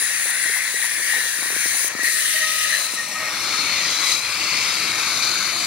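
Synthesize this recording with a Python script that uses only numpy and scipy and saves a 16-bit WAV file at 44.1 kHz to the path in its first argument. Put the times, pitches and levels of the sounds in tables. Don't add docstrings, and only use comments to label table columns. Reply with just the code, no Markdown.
import sys
import numpy as np
from scipy import signal
from scipy.fft import rfft, irfft
from scipy.io import wavfile
from scipy.ndimage import uniform_filter1d

SR = 44100
rng = np.random.default_rng(int(sys.argv[2]) if len(sys.argv) > 2 else 0)


def inscribe(sig):
    pcm = np.round(np.clip(np.atleast_2d(sig).T, -1, 1) * 32767)
    wavfile.write(sys.argv[1], SR, pcm.astype(np.int16))


def rack_gain(trim_db):
    fader = np.asarray(trim_db, float)
    return 10 ** (fader / 20)


N = 249606


def read(points, hz):
    f, value = np.transpose(points)
    return np.interp(np.log(hz + 1), np.log(f + 1), value)


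def evened(x):
    return x / np.sqrt(np.mean(x ** 2) + 1e-20)


def add(mix, s, sound):
    part = mix[..., round(s * SR):][..., :sound.shape[-1]]
    part += sound[..., :part.shape[-1]]


def fuzz(x, width_hz):
    return signal.lfilter([1], [1, -np.exp(-np.pi * width_hz / SR)], x)


def blotches(shape, tall, long):
    field = rng.standard_normal(shape[::-1]).T
    for _ in range(2):
        field = uniform_filter1d(field, tall, axis=0)
        field = uniform_filter1d(field, long, axis=1)
    return evened(field)


def lasting(t, start, end):
    return np.clip(np.minimum(t - start, end - t) / .12, 0, 1)


def yard_db(hz, t):
    # (from t/s, to t/s, delay/ms, ripple/dB)
    echoes = [(-.3, 1.5, 1.02, .7), (.9, 2.05, 1.55, 2.2), (2.3, 3.05, 2.24, 2.), (2.3, 3.05, .99, 1.8),
              (2.95, 3.85, 1.38, 2.8), (3.75, 4.35, 1.24, 3.), (3.7, 4.95, 1.78, 1.8),
              (4.25, 4.85, 1.36, 2.6), (4.25, 4.95, 2.18, 1.8), (4.65, 5.15, 1.57, 2.),
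              (4.85, 6., 1.92, 2.6), (4.85, 6., 1.05, 1.6)]
    hollows = [
        (1.97, 2.788, 920, 150., -6.5),
        (2, 3.334, 1520, 139, -3.5),
        (3.99, 4.27, 1600, 159, -11),
        (4.0, 4.425, 650, 198.9, -1),
    ]
    ridges = [
        (-.3, 1.9, 1850, 130., 4.5),
        (-.3, 2.3, 3000, 250., -5.),
        (3.65, 4.98, 5040, 110., 5.),
        (4.85, 6., 3780, 140., 3.5),
    ]
    # (from t/s, to t/s, f/Hz, width/Hz, level/dB)
    band_swells = [(0.4, 0.73, 1930, 270, 3.5), (0.92, 1.63, 1630, 210, 1), (1.19, 1.42, 2120, 150, -13),
                   (1.85, 2.135, 1620, 610, 6), (2.614, 2.846, 1750, 220, 10.5), (3.59, 3.95, 2300, 580, 4.5),
                   (3.98, 4.22, 11300, 5900, 5.5), (4.35, 4.9, 2080, 130, 4.5), (4.3, 4.94, 2970, 390, 2.5),
                   (2.86, 3.72, 5470, 220, 9), (4.57, 5.8, 11200, 810, 5.5), (4.3, 4.75, 1580, 250, -4.5),
                   (5.0, 5.75, 4450, 400., 2), (2.56, 2.92, 570, 170, 4.5), (1.6, 2.12, 1510, 110, -10.5),
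                   (3.26, 4.2, 3670, 200., 2.5), (3.66, 4.25, 4550, 440, -2), (3.97, 4.18, 2080, 180, 8),
                   (4.95, 5.8, 3160, 310, -2), (2.9, 3, 11000, 1100, -2), (3, 3.8, 840, 86, 4.5),
                   (0, 1.05, 12600, 830, -6), (0.5, 1.56, 14500, 600., 5), (2, 2.9, 12300, 800, 4),
              (1.6, 2.9, 9200, 240, -3.5), (1.5, 2.95, 8100, 210, -2), (1.5, 2.9, 14600, 500., 5.5),
              (1.8, 2.1, 14600, 1200., -5), (2, 2.08, 10300, 290, -5), (3.15, 5.9, 15400, 300., -3),
              (-.3, 1.05, 11000, 220, -2.5), (2.5, 2.84, 9700, 400., 4), (3, 2.5, 10300, 600., -2.5),
              (2, 3.24, 8400, 480, 5), (4.15, 4.7, 10000, 400., -3), (.78, 1.12, 2200, 270, 3),
              (1, 1.59, 1880, 93, 4), (1.7, 2.26, 1980, 110., -5), (2.3, 2.4, 2250, 89, 4),
              (2, 2.66, 1760, 97, -5.5), (5, 5.9, 1860, 150., -3.5), (4, 5.15, 2400, 110, 2.5),
              (3.5, 4.8, 1830, 73, -3.5), (3.5, 4.2, 1550, 160, -4), (3.5, 4.1, 180, 180, 3.5),
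              (3.5, 4.8, 280, 33, -3), (3.1, 3.66, 480, 70., -2), (4.5, 6.6, 276, 81, 3),
              (2.82, 3.23, 1620, 140., -7), (1.5, 1.38, 1830, 140, 2), (1.7, 2.48, 1800, 180, 4),
              (0.7, .7, 1480, 120., -3), (.95, 1.32, 1940, 90., -3), (5, 5.3, 1780, 160, -2),
              (1.5, 2.1, 10900, 180, -2.5), (3.95, 4.5, 2200, 140, -2), (5.45, 5.9, 690, 51, 5.5),
              (1.5, 2.15, 2250, 130, 3.5), (2.3, 2.78, 9800, 1300, -2), (2.5, 2.7, 800, 250., -2.5),
              (5, 5.15, 1700, 200., -2),
                   (1.5, 1.95, 6400, 300., 6), (-.2, 0.35, 5300, 220., -5), (3.5, 3.75, 4920, 150, -5),
              (1, 1.25, 6200, 230, -3), (2, 1.85, 3300, 200., -5), (1.5, 2.23, 3620, 200., -4.5),
              (2.5, 3.05, 6400, 300., 4), (3.15, 3.5, 6590, 220., -4), (2.55, 3.1, 3100, 160, -4),
              (.85, 1.2, 3850, 200., -4), (0.5, 0.28, 4100, 200, -2.5), (1.5, 1.87, 4100, 330, 3.5),
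              (3.3, 5.9, 15600, 220., -3.5), (-.2, 0.12, 9850, 320, 5), (2.2, 2.55, 14850, 500., -4),
              (1.0, 1.35, 2550, 200., -4), (1.8, 2.05, 10600, 400., -4), (2, 1.76, 8300, 450., 5),
              (3.5, 4.08, 7750, 450., -5), (3.5, 5, 11200, 400., -4), (1, 0.93, 1750, 200., 3),
              (1.0, 1.4, 1820, 110, 2.5), (1.0, 1.26, 2300, 180, -1.5), (2.55, 2.9, 1570, 90., -4),
              (2.05, 2.4, 880, 130., -4), (0.5, .6, 690, 130., 4), (1, 1.7, 2800, 150., 4.5),
              (2.92, 3.25, 1460, 130., -3), (2.35, 2.6, 2030, 60., 5), (2, 3.2, 2200, 120., -6),
              (0.6, 1.1, 1390, 120, -3), (1.5, 1.73, 104, 50., 6), (5, 5.3, 110, 60., 5),
              (4, 5.0, 260, 43, -3), (4, 3.8, 110, 45, 4), (4.5, 4.8, 2260, 250., 1.5),
              (5.5, 5.5, 4200, 410, 1.5), (2, 1.95, 10200, 460, 2.5), (2.5, 2.45, 1560, 100., -3),
              (2, 1.85, 1740, 110, 2)]
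    upper = np.interp(hz, [2500, 3500, 7500, 12000], [0, 1, 1, .4])
    total_db = np.zeros((len(hz), len(t)))
    for start, end, delay_ms, ripple_db in echoes:
        comb = upper * np.cos(2 * np.pi * hz * delay_ms / 1000)
        total_db += ripple_db * np.outer(comb, lasting(t, start, end))
    for start, end, f, width_hz, db in hollows + ridges + band_swells:
        bump = np.exp(-((hz - f) / width_hz) ** 2)
        total_db += db * np.outer(bump, lasting(t, start, end))
    return total_db


def turns_db(hz, t):
    # (step t/s, level/dB)
    turns = [
        (.312, 3.),
        (.592, 2.5),
        (.868, 2.5),
        (1.19, 0.5),
        (1.885, 5.),
        (2.03, -4.),
        (2.4, 1.5),
        (2.645, 1.5),
        (2.87, 2),
        (2.96, 2.5),
    ]
    squeeze_s, recover_s = 0.049, 0.064
    saw_db = np.zeros(len(t))
    for s, db in turns:
        rise, dip = np.exp(-abs(t - s) / squeeze_s), -np.exp(-abs(t - s) / recover_s)
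        saw_db += db * np.where(t < s, rise, dip)
    return np.outer(np.interp(hz, [2500., 7000., 9500.], [0, .4, 1.1]), saw_db)


def layered(curve, law, usual_db, slides=()):
    s, level_db, pose = np.transpose(curve)
    bands_db = [level_db] + [db + share * (level_db - usual_db) + gain_db * pose for db, share, gain_db in law]
    centres_hz = [hz + per_s * (s - s[0]) + by_pose * pose for hz, per_s, by_pose in slides]
    return s, bands_db, centres_hz


def turbulence(layers, bands, left, right, same, turn, streak_db, patch_db, flicker_db, humps=(), frame=512):
    hz, t, z = signal.stft(rng.standard_normal((N, 2)).T, SR, nperseg=frame, noverlap=frame * 3 // 4)
    l, r = rack_gain(read(left, hz)), rack_gain(read(right, hz))
    c = np.clip(1.23 * read(same, hz), 0, .97)
    spin = np.exp(1j * read(turn, hz))
    centre = (l ** 2 + r ** 2 + 2 * l * r * c * spin.real) / 4 / len(hz)
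    rest_db = [10 * np.log10(centre[(hz >= lo) & (hz < hi)].sum()) for lo, hi in bands]
    s, bands_db, centres_hz = layers
    lift_db = [np.interp(t, s, band_db) - rest for band_db, rest in zip(bands_db, rest_db)]
    mids = np.log(np.prod(bands, axis=1)) / 2
    order = np.argsort(mids)
    weights = np.array([np.interp(np.log(hz + 1), mids[order], order == k) for k in range(len(bands))])
    field = weights.T @ np.array(lift_db)
    for centre_hz, (hump_db, width_hz) in zip(centres_hz, humps):
        here = np.exp(-((hz[:, None] - np.interp(t, s, centre_hz)) / width_hz) ** 2)
        field += hump_db * (here - here.mean(1, keepdims=True))
    field += yard_db(hz, t) + turns_db(hz, t)
    field += streak_db * blotches(field.shape, tall=2, long=60)
    field += patch_db * blotches(field.shape, tall=5, long=12)
    field += flicker_db * blotches(field.shape, tall=120, long=2)
    at_left = (l * spin)[:, None] * z[0]
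    at_right = r[:, None] * (c[:, None] * z[0] + np.sqrt(1 - c ** 2)[:, None] * z[1])
    pair = np.array([at_left, at_right]) * rack_gain(field)
    return signal.istft(pair, SR, nperseg=frame, noverlap=frame * 3 // 4)[1][:, :N]


def idle():
    # (f/Hz, level/dB, width/Hz)
    orders = [
        (50.6, -71, 5.2),
        (106.6, -66, 5),
    ]
    out, t = np.zeros(N), np.arange(N) / SR
    for hz, db, width_hz in orders:
        sway = fuzz(rng.standard_normal((N, 2)) @ [1, 1j], width_hz)
        out += rack_gain(db) * evened((sway * np.exp(2j * np.pi * hz * t)).real)
    return out * rack_gain([[1.4], [-1.6]])


def rumble():
    # (t/s, level/dB, gas cloud at the flame 0-1)
    flow = [(0.0, -56, 0.01), (1.3, -55.5, 0), (1.6, -55, 0.85), (2.0, -52.5, 0.1), (2.5, -55.5, 0.4),
            (3.1, -51.5, 0.9), (3.45, -44, 1), (4.05, -46.5, 0.4), (4.2, -47.5, 0.7), (4.8, -46, 0.95),
            (5.66, -49, 0.94)]
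    # (low f/Hz, high f/Hz)
    bands = [
        (250, 600),
        (40, 250),
        (680, 1100),
    ]
    # (usual level/dB, share of level changes followed, gain by cloud/dB)
    law = [
        (-61, 0.55, 10),
        (-47, 0.47, 1.5),
    ]
    # (f/Hz, level/dB per Hz)
    left = [(15, -58), (25, -26), (41, -12), (75, -11.5), (102, -4.5), (233, -2.5), (357, -1), (399, -6),
            (593, -6.5), (867, -16), (1100, -10.5), (1430, -10), (2420, -120)]
    right = [(f, db - 3.2) for f, db in left]
    same, turn = [(30., 0.41), (150., 0.76), (800., 0.71)], [(30., 0.), (800., 0.0086)]
    return turbulence(layered(flow, law, usual_db=-50), bands, left, right, same, turn,
                      streak_db=-1.5, patch_db=1.0, flicker_db=0.98, frame=2048)


def knocks():
    # (t/s, peak level/dB, f/Hz, one third of echo t60/s)
    blows = [(0.019, -30, 1090, 0.055), (0.257, -33, 550, 0.04), (0.297, -28, 1040, 0.06),
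             (0.457, -42, 322, 0.042), (0.495, -36.5, 460, 0.033), (0.564, -28.5, 940, 0.09),
             (0.655, -30, 1090, 0.05), (0.743, -33.5, 446, 0.016), (0.843, -26, 950, 0.042),
             (0.997, -38, 483, 0.023), (1.136, -27, 880, 0.14), (1.259, -36.5, 507, 0.027),
             (1.43, -25, 1060, 0.12), (1.527, -36, 400, 0.026), (1.747, -29.5, 902, 0.067),
             (2.342, -43, 633, 0.033), (3.534, -29, 945, 0.064), (.02, -39, 450, .03),
             (.705, -35, 1090, .04), (1.163, -38, 500, .05), (1.21, -35, 1040, .03), (1.805, -41, 500, .03),
             (1.905, -40, 775, .04), (1.992, -32, 1200, .03), (.268, -36, 800, .04), (.462, -37, 620, .04),
             (.11, -41, 600, .03), (1.265, -38, 700, .03), (.8, -35, 850, .03), (1.18, -40, 450, .04),
             (2.03, -37, 650, .06), (2.085, -37, 520, .03), (.555, -33, 1250, .03)]
    echo_gain = 0.71
    out, t = np.zeros((2, N)), np.arange(3000) / SR
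    chance = rng.random((len(blows), 2, 16))
    for (s, db, hz, t60), draw in zip(blows, chance):
        decay = rack_gain(db - 60 * t / (8.4 / hz))
        blow = decay * np.sin(2 * np.pi * hz * t) * (1 - np.exp(-t / 0.00054))
        echoes = np.zeros((2, 3000))
        at = (100 + 2400 * draw[:, :8]).astype(int)
        sign = np.sign(draw[:, 8:] - .5)
        np.put_along_axis(echoes, at, echo_gain * sign * rack_gain(-60 * at / SR / max(3 * t60, .01)), 1)
        echoes[:, 0] = 1
        add(out, s, 2.8 * signal.fftconvolve(blow[None], echoes, axes=1))
    return out * rack_gain([[.7], [-.8]])


def ticks():
    # (t/s, peak level/dB, width factor)
    pushes = [(1.349, -41, 0.53), (1.383, -31, 1.5), (1.419, -29.5, 1.13), (1.454, -30, 0.93),
              (1.499, -24.5, 0.76), (1.559, -23, 0.96), (1.653, -23.5, 0.98), (1.84, -24.5, 0.79),
              (1.946, -22.5, 1.3), (1.987, -25, 1.04), (2.028, -24.5, 1.04), (2.341, -41, 0.94),
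              (2.932, -28, 1.4)]
    out, t = np.zeros(N), np.arange(500) / SR
    fade = np.hanning(2 * len(t))[len(t):]
    for s, db, wide in pushes:
        u = t / (0.00048 * wide)
        shape = np.sin(np.pi * u ** .56) * np.exp(-u / 7)
        add(out, s + 0.00508, rack_gain(db + 5.0) * shape * fade)
    return out * rack_gain([[0.], [-24.]])


def cylinder():
    # (f/Hz, width/Hz, wander/rad)
    wall = [
        (622, 16., .9),
        (1270, 9., .35),
        (1862, 6., .8),
        (2616, 16., 1.),
    ]
    # (t/s, length/s, level/dB)
    drags = [
        [(2.12, .1, -53), (2.335, 0.019, -42), (2.39, 0.11, -44), (2.52, 0.068, -51), (2.6, .08, -55),
         (2.73, .04, -49), (3.05, 0.087, -51.5), (3.14, 0.15, -45), (3.3, .05, -52), (4.93, .06, -45)],
        [(2.1, .1, -48), (2.22, 0.031, -44), (2.28, .13, -47), (2.42, .08, -33.5), (2.52, 0.15, -38),
         (2.72, 0.02, -46.5), (2.76, .17, -47), (2.95, 0.031, -37.5), (3.0, 0.044, -41), (3.06, .07, -53),
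         (3.145, 0.023, -33), (3.22, 0.015, -32.5), (3.265, 0.027, -47), (3.4, .11, -46), (3.53, 0.02, -29),
         (3.57, .06, -51)],
        [(2.12, 0.049, -34), (2.35, 0.047, -28), (2.19, 0.098, -35.5), (2.41, 0.03, -20), (2.46, 0.054, -28.5),
         (2.85, .06, -42), (2.97, 0.035, -27.5), (3.02, 0.046, -39), (3.105, 0.014, -33), (3.14, 0.083, -31.5),
         (3.26, 0.018, -29), (3.53, 0.021, -33), (4.92, .08, -41)],
        [(3.1, .02, -43), (3.15, 0.056, -41), (3.22, .03, -43), (3.53, 0.03, -43)],
    ]
    bite_s, let_go_db_per_s = 0.011, 330
    t, out = np.arange(N) / SR, np.zeros(N)
    for (hz, width_hz, wander), mode_drags in zip(wall, drags):
        drift, grip = (evened(fuzz(v, width_hz)) for v in rng.standard_normal((N, 2)).T)
        stutter_db = 2.0 * evened(uniform_filter1d(grip, size=700))
        press = np.zeros(N)
        for s, length, db in mode_drags:
            bite = np.clip((t - s) / bite_s, 0, 1)
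            hold = rack_gain(db - let_go_db_per_s * np.maximum(t - s - length, 0))
            press = np.maximum(press, bite * hold)
        phase = wander * drift + 1.53 * evened(uniform_filter1d(drift, size=6000))
        out += press * rack_gain(stutter_db + 3.5) * np.sin(2 * np.pi * hz * t + phase)
    return out * rack_gain([[1.5], [-1.6]])


def valve_hiss():
    # (t/s, level/dB, tip towards the camera 0-1.3)
    flow = [(0.0, -28.5, 0), (0.15, -29.5, 0.14), (0.55, -29.5, 0), (0.68, -32, 0.29), (0.85, -29.5, 0.06),
            (1.0, -31.5, 0), (1.1, -29.5, 0.31), (1.42, -32.5, 0), (1.65, -29.5, 0.12), (1.85, -28.5, 0),
            (1.95, -41, 0.43), (2.05, -31, 0.95), (2.3, -29.5, 0.64), (2.5, -32, 0.93), (2.72, -33.5, 1.3),
            (2.82, -30.5, 0.1), (2.9, -33.5, 0.2), (3.05, -23, 1)]
    # (low f/Hz, high f/Hz)
    bands = [
        (8000, 11000),
        (1400, 2600),
        (3300, 6500),
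        (11500, 15000),
    ]
    # (usual level/dB, share of flow changes followed, gain by tipping/dB)
    law = [
        (-29.5, 0.87, 4),
        (-33.5, 0.46, 5.5),
        (-36.5, 0.71, 0),
    ]
    # (start f/Hz, slide/Hz per s, gain by tipping/Hz)
    whistle = [
        (1730, -34, 170),
    ]
    # (f/Hz, level/dB per Hz)
    left = [(690, -44), (1210, -23.5), (1890, 0), (2930, -9), (3270, -14), (3960, -4.5), (5510, -9),
            (5860, -5), (7580, -9), (9820, -3.5), (11200, -18.5), (13260, -30.5), (14640, -30),
            (14990, -28.5)]
    right = [(690, -29.5), (1210, -20.5), (1890, -7), (2410, -12.5), (3100, -8), (4820, -19), (6030, -15.5),
             (7920, -12), (8610, -12), (10160, -15.5), (10510, -11), (11200, -34), (13610, -26),
             (14990, -52)]
    # (f/Hz, left-right likeness 0-1)
    same = [(690, 0.19), (1720, 0.78), (2930, 0.48), (6720, 0.49), (7900, 0.57), (8610, .28), (10160, 0.75),
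            (12750, 0.31), (13950, 0.62), (14990, 0.73)]
    # (f/Hz, left lead/rad)
    turn = [(690, 0.3), (1550, -0.0), (3100, -2.3), (3620, 0.0), (7240, -4.1), (8270, -2.8), (8610, -4.4),
            (9470, -4.4), (11020, -6.6), (12750, -10.6), (13440, -9.4), (14990, -11.6)]
    low = [(150., -45.0), (500., -32.0)]
    return turbulence(layered(flow, law, -30, whistle), bands, low + left, low + right, same, turn,
                      streak_db=1.5, patch_db=0.97, flicker_db=0.3, humps=[(12.6, 250.0)])


def carried_jet():
    # (t/s, level/dB, swing across the camera 0-1)
    flow = [(2.8, -25.5, 0.05), (3.0, -36, 0.7), (3.2, -35, 1), (3.35, -31, 0.8), (3.6, -26, 0.52),
            (3.7, -26.5, 0.5), (3.85, -23.5, 0.1), (4.03, -24, 0.52), (4.13, -22, 0), (4.2, -29.5, 0.16),
            (4.35, -29.5, 1), (4.55, -25.5, 0.64), (4.8, -27, 0.54), (5.05, -26.5, 0.8), (5.25, -24, 0.5),
            (5.45, -27, 0.6), (5.66, -26.5, 0.4)]
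    # (low f/Hz, high f/Hz)
    bands = [
        (3300, 6500),
        (900, 1600),
        (1700, 2900),
        (8000, 15000),
    ]
    # (usual level/dB, share of flow changes followed, gain by swing/dB)
    law = [
        (-38.5, 1, 8),
        (-32.5, 0.53, 5),
        (-38, 0.13, 0.5),
    ]
    # (start f/Hz, slide/Hz per s, gain by swing/Hz)
    plume = [
        (2140, 69, 50),
        (4060, 38, 100),
    ]
    # (f/Hz, level/dB per Hz)
    left = [(690, -34), (1210, -9), (1720, -3.5), (2240, 5), (3270, -12), (4130, 1.5), (5340, -8),
            (6370, -3.5), (7920, -13.5), (9470, -8), (11020, -16), (11370, -18.5), (12400, -16),
            (14990, -21.5)]
    right = [(690, -22), (1210, -8.5), (1720, -10.5), (2240, -1.5), (2760, -8.5), (3620, -5.5),
             (5000, -20.5), (5340, -16), (7240, -13.5), (8270, -16.5), (9470, -15), (11370, -32),
             (13260, -24.5), (14990, -47)]
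    # (f/Hz, left-right likeness 0-1)
    same = [(690, 0.77), (1720, 0.66), (2410, 0.85), (3620, 0.46), (4650, 0.96), (5680, 0.39), (6550, 0.48),
            (7240, 0.35), (9130, 0.58), (9990, 0.34), (10850, 0.46), (12750, .2), (14990, 0.4)]
    # (f/Hz, left lead/rad)
    turn = [(690, -0.1), (1720, 0.4), (2930, -1.4), (3270, -0.9), (3620, 1.1), (6720, -2.7), (8270, -1.5),
            (9820, -3.5), (10680, -7.1), (12750, -9.7), (12920, -7.6), (14990, -10.9)]
    low = [(150., -45.0), (500., -32.0)]
    return turbulence(layered(flow, law, -27, plume), bands, low + left, low + right, same, turn,
                      streak_db=1.4, patch_db=0.7, flicker_db=0.6, humps=[(3.9, 220.0), (5.3, 650.0)])


def jets():
    # (from t/s, to t/s)
    handover = (2.55, 3.07)
    angle = np.interp(np.arange(N) / SR, handover, [0, np.pi / 2])
    return valve_hiss() * np.cos(angle) + carried_jet() * np.sin(angle)


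def scene():
    return idle() + rumble() + knocks() + ticks() + cylinder() + jets()


def roll_off(x):
    return signal.sosfilt(signal.butter(12, 15830, fs=SR, output="sos"), x)


def record(dry):
    hz = np.fft.rfftfreq(N, 1 / SR)
    edge_hz, rolloff_hz = 15800, 41.0
    dips_db = -14. * np.exp(-((hz - 15180.) / 60.) ** 2) - 5.5 * np.exp(-((hz - 11280.) / 89.0) ** 2)
    shelf_db = 1.8 * (hz > 15170.)
    colour = rack_gain(dips_db + shelf_db) * (hz < edge_hz) / np.sqrt(1 + (rolloff_hz / (hz + 1)) ** 6)
    return roll_off(irfft(rfft(dry) * colour, N))


dry = scene()
out = record(dry)
inscribe(out)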